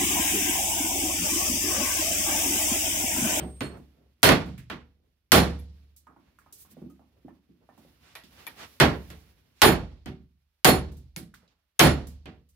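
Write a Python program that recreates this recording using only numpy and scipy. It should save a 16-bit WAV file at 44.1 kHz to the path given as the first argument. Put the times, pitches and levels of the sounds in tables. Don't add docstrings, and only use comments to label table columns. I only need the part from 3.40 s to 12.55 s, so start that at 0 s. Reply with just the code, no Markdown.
import sys
import numpy as np
from scipy import signal
from scipy.io import wavfile

SR = 44100
rng = np.random.default_rng(int(sys.argv[2]) if len(sys.argv) > 2 else 0)


def invert_db(x):
    u = np.asarray(x, float) / 20
    return 10 ** u


def dump_mix(stems):
    frames = np.atleast_2d(stems).T
    limited = np.clip(frames, -1, 1)
    pcm = np.round(limited * 32767).astype(np.int16)
    wavfile.write(sys.argv[1], SR, pcm)


N = 403515

# start_s, clack_db, clack_hz, thud_under_clack_db
KNOCKS = [(0.033, -31.5, 625, -6.5), (0.37, -42, 550, -2.5), (1.300, -29, 1098, -27),
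          (1.300, -31.5, 2798, -27), (1.178, -40, 2082, -29), (2.669, -39.5, 930, -21.5),
          (2.763, -46.5, 900, -8), (2.987, -45.5, 1370, -38), (3.062, -48, 867, -24),
          (3.25, -52, 1070, -19), (3.368, -43, 558, -4.5), (3.417, -42.5, 494, 6.5), (3.499, -62, 518, -4),
          (3.594, -45, 685, -13), (3.882, -41.5, 737, -15), (4.29, -42, 760, -16.5), (4.377, -47, 744, -4),
          (4.449, -51, 560, -8.5), (4.836, -45, 3640, -8), (5.328, -52, 3996, -16), (7.518, -54, 546, -6),
          (7.94, -42.5, 1448, -23), (7.944, -47, 3870, -26), (8.03, -56, 483, -18.5),
          (8.078, -53, 3850, -34)]
# start_s, level_db, pitch_hz
TAP_TONES = [(1.301, -35, 1590), (8.857, -48, 2500), (2.672, -55, 1250), (3.065, -63, 1250),
             (3.5, -65, 1250), (3.886, -57, 1800), (4.294, -58, 1800), (0.208, -42, 1500),
             (4.755, -43, 2450), (5.403, -20, 1450), (6.66, -58, 750), (7.765, -50, 2200)]


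def at_hz(points, hz, column=1):
    points = np.array(points)
    return np.interp(np.log(hz), np.log(points[:, 0]), points[:, column])


def fall(x, t60):
    return signal.lfilter([1], [1, -invert_db(-60 / (max(t60, .001) * SR))], x + 1e-18)


def smooth(x, seconds):
    r = np.exp(-1 / (max(seconds, 1e-5) * SR))
    return signal.lfilter([1 - r], [1, -r], x)


def ring(force, hz, t60):
    r, w = invert_db(-60 / (t60 * SR)), 2 * np.pi * hz / SR
    return signal.lfilter([0, np.sin(w)], [1, -2 * r * np.cos(w), r * r], force + 1e-18)


def flicker(rate):
    steps = rng.standard_normal(int(N / SR * 200) + 2)
    return np.interp(np.arange(N) / SR * rate, np.arange(len(steps)), steps)


def train(hits, heights):
    out = np.zeros(N)
    np.add.at(out, np.round(hits[:, 0] * SR).astype(int), heights)
    return out


def in_room(tone):
    ports = []
    for lean_db in (-3, -1):
        beating = 1 + .9 * flicker(130.0)
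        ports.append(tone * beating * invert_db(2.5 * flicker(18.0) + lean_db))
    return np.array(ports)


def layers(rows, crack_db, clatter_db):
    s, force_db, weight_db, bright_db = np.transpose(rows)
    crack_level_db = force_db + crack_db + 0.62 * bright_db
    clatter_level_db = force_db + clatter_db + 0.12 * bright_db
    return np.transpose([s, crack_level_db, force_db + weight_db, force_db,
                         clatter_level_db, force_db + bright_db])


def small_contacts():
    # start_s, level_db, pitch_hz
    thuds = [(0.209, -36, 250), (1.057, -34, 150), (1.177, -44, 127), (1.301, -44, 250), (2.187, -62, 183),
             (2.69, -60, 320.4), (3.123, -65, 334), (3.309, -50.5, 161), (3.848, -41.5, 253),
             (4.089, -52.5, 256), (6.659, -32.5, 170), (7.569, -49.5, 124), (7.767, -37, 165),
             (8.67, -44.5, 121), (8.857, -57, 260)]
    # start_s, level_db
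    ticks = [(0.033, -70), (0.37, -66), (.82, -62), (1.059, -63), (1.178, -57), (2.187, -65), (2.563, -53),
             (2.987, -65), (3.125, -44.5), (3.309, -72), (3.499, -66), (4.377, -65), (4.836, -64),
             (5.329, -68.5), (5.702, -58), (5.79, -67.5), (7.518, -63), (7.568, -61), (7.94, -59.5),
             (8.67, -49.5), (9.089, -65)]
    off, hz = -200, 248
    sizzle_db = -36.5
    rows = [(s, db, clack_hz, db + thud_db, hz, db + sizzle_db) for s, db, clack_hz, thud_db in KNOCKS]
    rows += [(s, db, tone_hz, off, hz, off) for s, db, tone_hz in TAP_TONES]
    rows += [(s, off, hz, db, thud_hz, off) for s, db, thud_hz in thuds]
    rows += [(s, off, hz, off, hz, db) for s, db in ticks]
    return np.array(rows)


def room_boom():
    # pitch_hz, level_db, t60_s
    hz, level_db, t60 = (67, -37.5, 1.3)
    return ring(invert_db(level_db) * (np.arange(N) == 0), hz, t60)


def whine():
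    # pitch_hz, level_db, t60_s, damped_s
    hz, level_db, t60, damped_s = (8539.5, -57, 46, 0.27)
    t = np.arange(N) / SR
    touch_db = 200 * np.maximum(t - damped_s, 0)
    return invert_db(level_db - 60 * t / t60 - touch_db) * np.sin(2 * np.pi * hz * t)


def layer_shares(hz):
    layer_hz = (160, 800, 2800, 9000)
    return np.array([np.interp(np.log(hz), np.log(layer_hz), row) for row in np.eye(4)])


def knock_heights(knocks, hz):
    s, clack_db, clack_hz, thud_db, thud_hz, sizzle_db = knocks.T
    clack_octaves = np.log2(hz / clack_hz) / 0.82
    thud_octaves = np.log2(hz / thud_hz) / 0.66
    clack = invert_db(clack_db - 16.0 - 12.0 * clack_octaves ** 2) / np.sqrt(clack_hz / 1000)
    thud = invert_db(thud_db + 3.5 - 17 * thud_octaves ** 2)
    sizzle = invert_db(sizzle_db - 11) / (1 + (5113 / hz) ** 3)
    return np.sqrt(clack ** 2 + thud ** 2 + sizzle ** 2) * invert_db(10.5)


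def rub_heights(hz):
    # start_s (centre), half_length_s, level_db (middle pitch), tilt_db (per octave)
    rubs = [(0.61, .08, -88, -19.5), (1.622, 0.084, -103, -23), (3.214, 0.045, -93, 17),
            (3.317, 0.019, -99.5, 16.5), (2.873, .06, -77.5, -4), (3.78, .04, -89, -18.5),
            (4.231, 0.028, -83, -16), (0.35, 0.055, -57.5, -11), (4.689, 0.062, -64.5, 0.5),
            (5.007, 0.059, -60, -2), (5.223, 0.042, -47, -1.5), (6.213, 0.051, -69.5, 3),
            (8.055, 0.14, -77.5, -5)]
    t = np.arange(0, N + 64, 64) / SR
    octaves = np.log2(max(hz, 450) / 1403.5)
    bells = 0
    for s, half, level_db, tilt_db in rubs:
        spectrum_db = level_db + tilt_db * octaves - 2.06 * octaves ** 2
        bells = bells + invert_db(spectrum_db - 12 * ((t - s) / half) ** 2)
    return np.repeat(bells, 64)[:N]


def clatter_and_rustle(blows, taps, knocks):
    # pitch_hz, density_db (per Hz)
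    colour = [(24, -46), (40, -19.5), (138, -8.5), (263, -7), (582, -12.5), (643, -11.5), (956, -16),
              (1870, -16), (2580, -18), (4230, -20), (7490, -32.5), (10100, -26.5), (13900, -30),
              (15000, -35)]
    # pitch_hz, density_db (per Hz)
    hush_colour = [(40, -15), (64, -2), (135, -11), (263, -9.5), (600, -11.5), (2450, -17), (5400, -20),
                   (8000, -29), (11000, -19), (15000, -20.5)]
    # pitch_hz, rise_s, t60_s, late_tail_db, late_t60_s
    dying = [(40, 0.031, 0.67, -17.5, 1.9), (111, 0.026, .45, -21, .9), (370, 0.012, 0.3, -29, 0.59),
             (1500, 0.004, .27, -36.5, 0.58), (5000, 0.0027, 0.23, -39.5, 0.97),
             (15000, 0.0013, 0.17, -40, 0.4)]
    # pitch_hz, correlation (-1 to 1)
    likeness = [(60, 0.93), (180, 0.89), (550, 0.49), (1650, 0.32), (4970, -0.084), (15000, -0.22)]
    # pitch_hz, difference_db
    lean = [(60, 0), (240, -2.5), (950, -4), (3770, -5.5), (15000, -3)]
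    # start_s, activity (0-1)
    handling = [(0.0, 0.83), (.7, 0.15), (1.5, 0.05), (1.8, 0), (2.25, 0.05), (2.4, 0.39), (2.6, 0.07),
                (3.4, 0.48), (3.6, 0.24), (4.25, 0.15), (4.44, 0.69), (4.55, 0.59), (4.7, 0.32),
                (4.95, 0.83), (5.599, 0.9), (5.8, 0.76), (5.951, 0.5), (6.2, 0.17)]
    quiet_db = (-99, -94, -87, -90.5)
    busy_db = (-63, -70.5, -63.5, -63)
    waking = (0.12, .7, 0.79, 1.1)
    out = np.zeros((2, N))
    edges = 36 * 2 ** (np.arange(27.5) / 3)
    white = rng.standard_normal((2, 2, N))
    busy = np.clip(np.interp(np.arange(0, N, 64) / SR, *np.transpose(handling), right=0), 0, 1)
    rubbing_db = np.array([still + (full - still) * busy ** power
                           for still, full, power in zip(quiet_db, busy_db, waking)])
    grit, loose = invert_db(1.7 * flicker(41.0)), invert_db(0.98 * flicker(55.0))
    for k, (low, high) in enumerate(zip(edges, edges[1:])):
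        band = signal.butter(2, [low, high], "band", fs=SR, output="sos")
        mid, side = signal.sosfilt(band, white[k % 2])
        hz = min(np.sqrt(low * high), 14500)
        shares, colour_db = layer_shares(hz), at_hz(colour, hz)
        rise, t60, late_db, late_t60 = [at_hz(dying, hz, column=c) for c in range(1, 5)]
        heavy = train(blows, invert_db(blows[:, 2:] @ shares + colour_db + 18))
        light = train(taps, invert_db(taps[:, 2:] @ shares + colour_db + 18.5))
        light = light + train(knocks, knock_heights(knocks, hz))
        struck = smooth(heavy, rise) + smooth(light, 0.12 * rise)
        answer = (fall(struck, t60) + invert_db(late_db) * fall(struck, late_t60)) * loose
        activity_db = np.repeat(shares @ rubbing_db, repeats=-(-N // len(busy)))[:N]
        hush = invert_db(activity_db + at_hz(hush_colour, hz) + 22.5)
        rubbing = grit * (hush + invert_db(6.0) * rub_heights(hz))
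        alike = np.clip(at_hz(likeness, hz) - 0.083 * shares[1:].sum(), -1, 1)
        stereo = np.sqrt(1 + alike) * mid + np.sqrt(1 - alike) * side * [[1], [-1]]
        balance = invert_db(at_hz(lean, hz) / 2 * np.array([[1], [-1]]))
        out += np.hypot(answer, rubbing) * stereo * balance
    return out


def bench(blows, taps, knocks):
    # pitch_hz, level_db, t60_s
    low_modes = [(49.4, -17.5, 0.96), (71.9, -8.5, 0.9), (107, -17, 0.31), (146.4, 4, 0.19),
                 (173.6, -2, 0.49), (240.4, 0, 0.27), (262, 0, 0.3), (328.3, -1, 0.25), (377.7, -1.5, .33),
                 (437, -6, 0.35), (483, -10.5, 0.44), (609, -10.5, 0.29), (753, -3, .22)]
    pushes = train(blows, invert_db(blows[:, 2] - 35)) + train(taps, invert_db(taps[:, 2] - 37))
    hard = smooth(fall(pushes, 0.14), 0.01)
    soft = smooth(fall(train(knocks, invert_db(knocks[:, 3] - 37.0)), 0.14), 0.0049)
    white = rng.standard_normal((3, N))
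    boom = np.zeros(N)
    for k, (hz, level_db, t60) in enumerate(low_modes):
        shake = hard + soft / (1 + (hz / 330) ** 6)
        boom += invert_db(level_db) * ring(shake * white[k % 3], hz, t60)
    return boom * invert_db(np.array([[-1.0], [1.0]]))


def core(hits):
    # pitch_hz, level_db, t60_s
    plate_modes = [(1111, -2.5, 0.18), (1407, -6.5, 0.26), (1669, -10.5, 0.15), (1927, -5.5, 0.26),
                   (2150, -8, 0.2), (2455, -13, 0.26), (2980, -12.5, 0.19), (3097, 0, 0.1),
                   (3280, -13, 0.23), (3310, -12, 0.23)]
    shake = fall(train(hits, invert_db(hits[:, 4] - 36)), .09) * rng.standard_normal((4, N))
    clang = np.zeros((2, N))
    for k, (hz, level_db, t60) in enumerate(plate_modes):
        clang += invert_db(level_db) * ring(shake[k % 2::2], hz, t60)
    return invert_db(np.array([[-1.5], [1.5]])) * clang


def clacks(knocks, cycles, level_db):
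    length = 8000
    out = np.zeros(N + length)
    rough = rng.standard_normal((len(knocks), length)) * invert_db(-60 * np.arange(length) / SR / 0.0079)
    for (s, clack_db, clack_hz, *_), push in zip(knocks, rough):
        start = round(s * SR)
        out[start:start + length] += invert_db(clack_db + level_db) * ring(push, clack_hz, cycles / clack_hz)
    return out[:N] * invert_db(np.array([[-2.0], [1.5]]))


def crack(hits):
    # low_hz, high_hz
    crack_hz = (900, 6860)
    burst = fall(train(hits, invert_db(hits[:, 1] - 7)), .012) * rng.standard_normal((2, N))
    burst[1] = 0.23 * burst[0] + .6 * burst[1]
    return signal.sosfilt(signal.butter(1, crack_hz, "band", fs=SR, output="sos"), burst)


def hammer_head():
    # start_s, level_db, brightness_db (per octave)
    drives = [
        (0.209, -46, -10.5),
        (0.83, -26, -3),
        (1.919, -27.5, -1.5),
        (6.2189, -31, 3.5),
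        (7.2476, -27, -1),
        (8.3907, -28, 0.7),
    ]
    # t60_s, level_db
    head_modes = [(.24, 3), (.22, 7), (.17, 11), (.18, 12), (.15, 12)]
    flat_hz = (4290, 7031, 8543, 10310, 13980)
    edge_hz = (4285, 7084, 8543, 10370, 14090)
    reach_db = (2.5, -5.5, -8, -2.5, -1)
    turned_s, rise_s = 3, .016
    drives, out, t = np.array(drives, float), np.zeros((2, N)), np.arange(N) / SR
    for k, (t60, level_db) in enumerate(head_modes):
        bright_db = drives[:, 2] * np.log2(flat_hz[k] / flat_hz[0])
        clicks = train(drives, invert_db(drives[:, 1] + bright_db + reach_db[k] + level_db))
        strength = smooth(fall(clicks, t60), rise_s)
        hz = np.where(t < turned_s, flat_hz[k], edge_hz[k])
        out += in_room(strength * np.sin(2 * np.pi * hz * t))
    return out


def rod():
    # start_s, level_db
    clinks = [
        (2.194, -53.5),
        (4.7571, -44.5),
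        (5.0666, -37),
        (5.0748, -39),
    ]
    # pitch_hz, level_db, t60_s
    rod_modes = [(938, -11.5, 0.11), (1864, -9, 0.13), (2350, -4.5, 0.071), (3480, -9, 0.11),
                 (11260, -3, 0.14), (13800, -10, .1)]
    clinks = np.array(clinks, float)
    luck = rng.standard_normal((len(clinks), len(rod_modes)))
    tone = np.zeros(N)
    for (hz, level_db, t60), chance in zip(rod_modes, luck.T):
        tone += ring(train(clinks, invert_db(clinks[:, 1] + level_db + 1.9 * chance)), hz, t60)
    return in_room(tone)


def scene():
    # start_s, force_db, bench_weight_db, brightness_db
    heavy = [
        (0.83, -13.5, -7, 1.2),
        (1.919, -11.5, -5.5, 3),
        (5.4, -17, -5.5, -8.5),
        (6.218, -11, -8, -5),
        (7.246, -15, -3, 0.6),
        (8.394, -11.5, -5.5, -1.3),
    ]
    # start_s, force_db, bench_weight_db, brightness_db
    light = [
        (0.207, -32, 1.1, -11),
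        (0.89, -15.5, -4, -10.5),
        (1.299, -39, .6, -12.5),
        (4.753, -46, -19, 2.5),
        (5.067, -45, -11, 1),
        (5.702, -49, 1.5, -3.5),
        (6.659, -43, 6, -6),
        (7.763, -49.5, 8.5, 19.5),
        (8.857, -44.5, 5.5, -18.5),
    ]
    # start_s, force_db, bench_weight_db, brightness_db
    earlier = [
        (0.0, -42, 12, -15),
    ]
    blows = layers(heavy, crack_db=13, clatter_db=-2.5)
    taps = layers(light + earlier, crack_db=19, clatter_db=2)
    blows[:, 1:] += 9.5
    knocks = small_contacts()
    hits = np.vstack([blows, taps])
    fresh_hits = np.vstack([blows, taps[:len(light)]])
    low = room_boom() + bench(blows, taps, knocks)
    clicks = clacks(KNOCKS, cycles=14.0, level_db=-17) + clacks(TAP_TONES, cycles=220.0, level_db=-14)
    steel = whine() + core(hits) + clicks + crack(fresh_hits) + hammer_head() + rod()
    return low + steel + clatter_and_rustle(blows, taps, knocks)


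def band_limit(x):
    return signal.sosfilt(signal.butter(12, 16660, fs=SR, output="sos"), x)


def record(dry):
    ceiling_db, release_db_per_s, attack_s = -2, 154, 0.00045
    over_db = np.maximum(20 * np.log10(np.abs(dry).max(axis=0) + 1e-9) - ceiling_db, 0)
    ramp = release_db_per_s * np.arange(N) / SR
    held_db = np.maximum.accumulate(over_db + ramp) - ramp
    limited = dry * invert_db(-smooth(held_db, attack_s))
    bass_cut = signal.butter(5, 50, "high", fs=SR, output="sos")
    limited = signal.sosfilt(bass_cut, limited)
    clipped = 1.238 * np.tanh(limited / 1.037)
    top_cut = signal.cheby2(12, 60, 16630, fs=SR, output="sos")
    return band_limit(signal.sosfilt(top_cut, clipped))


dry = scene()
out = record(dry)
dump_mix(out)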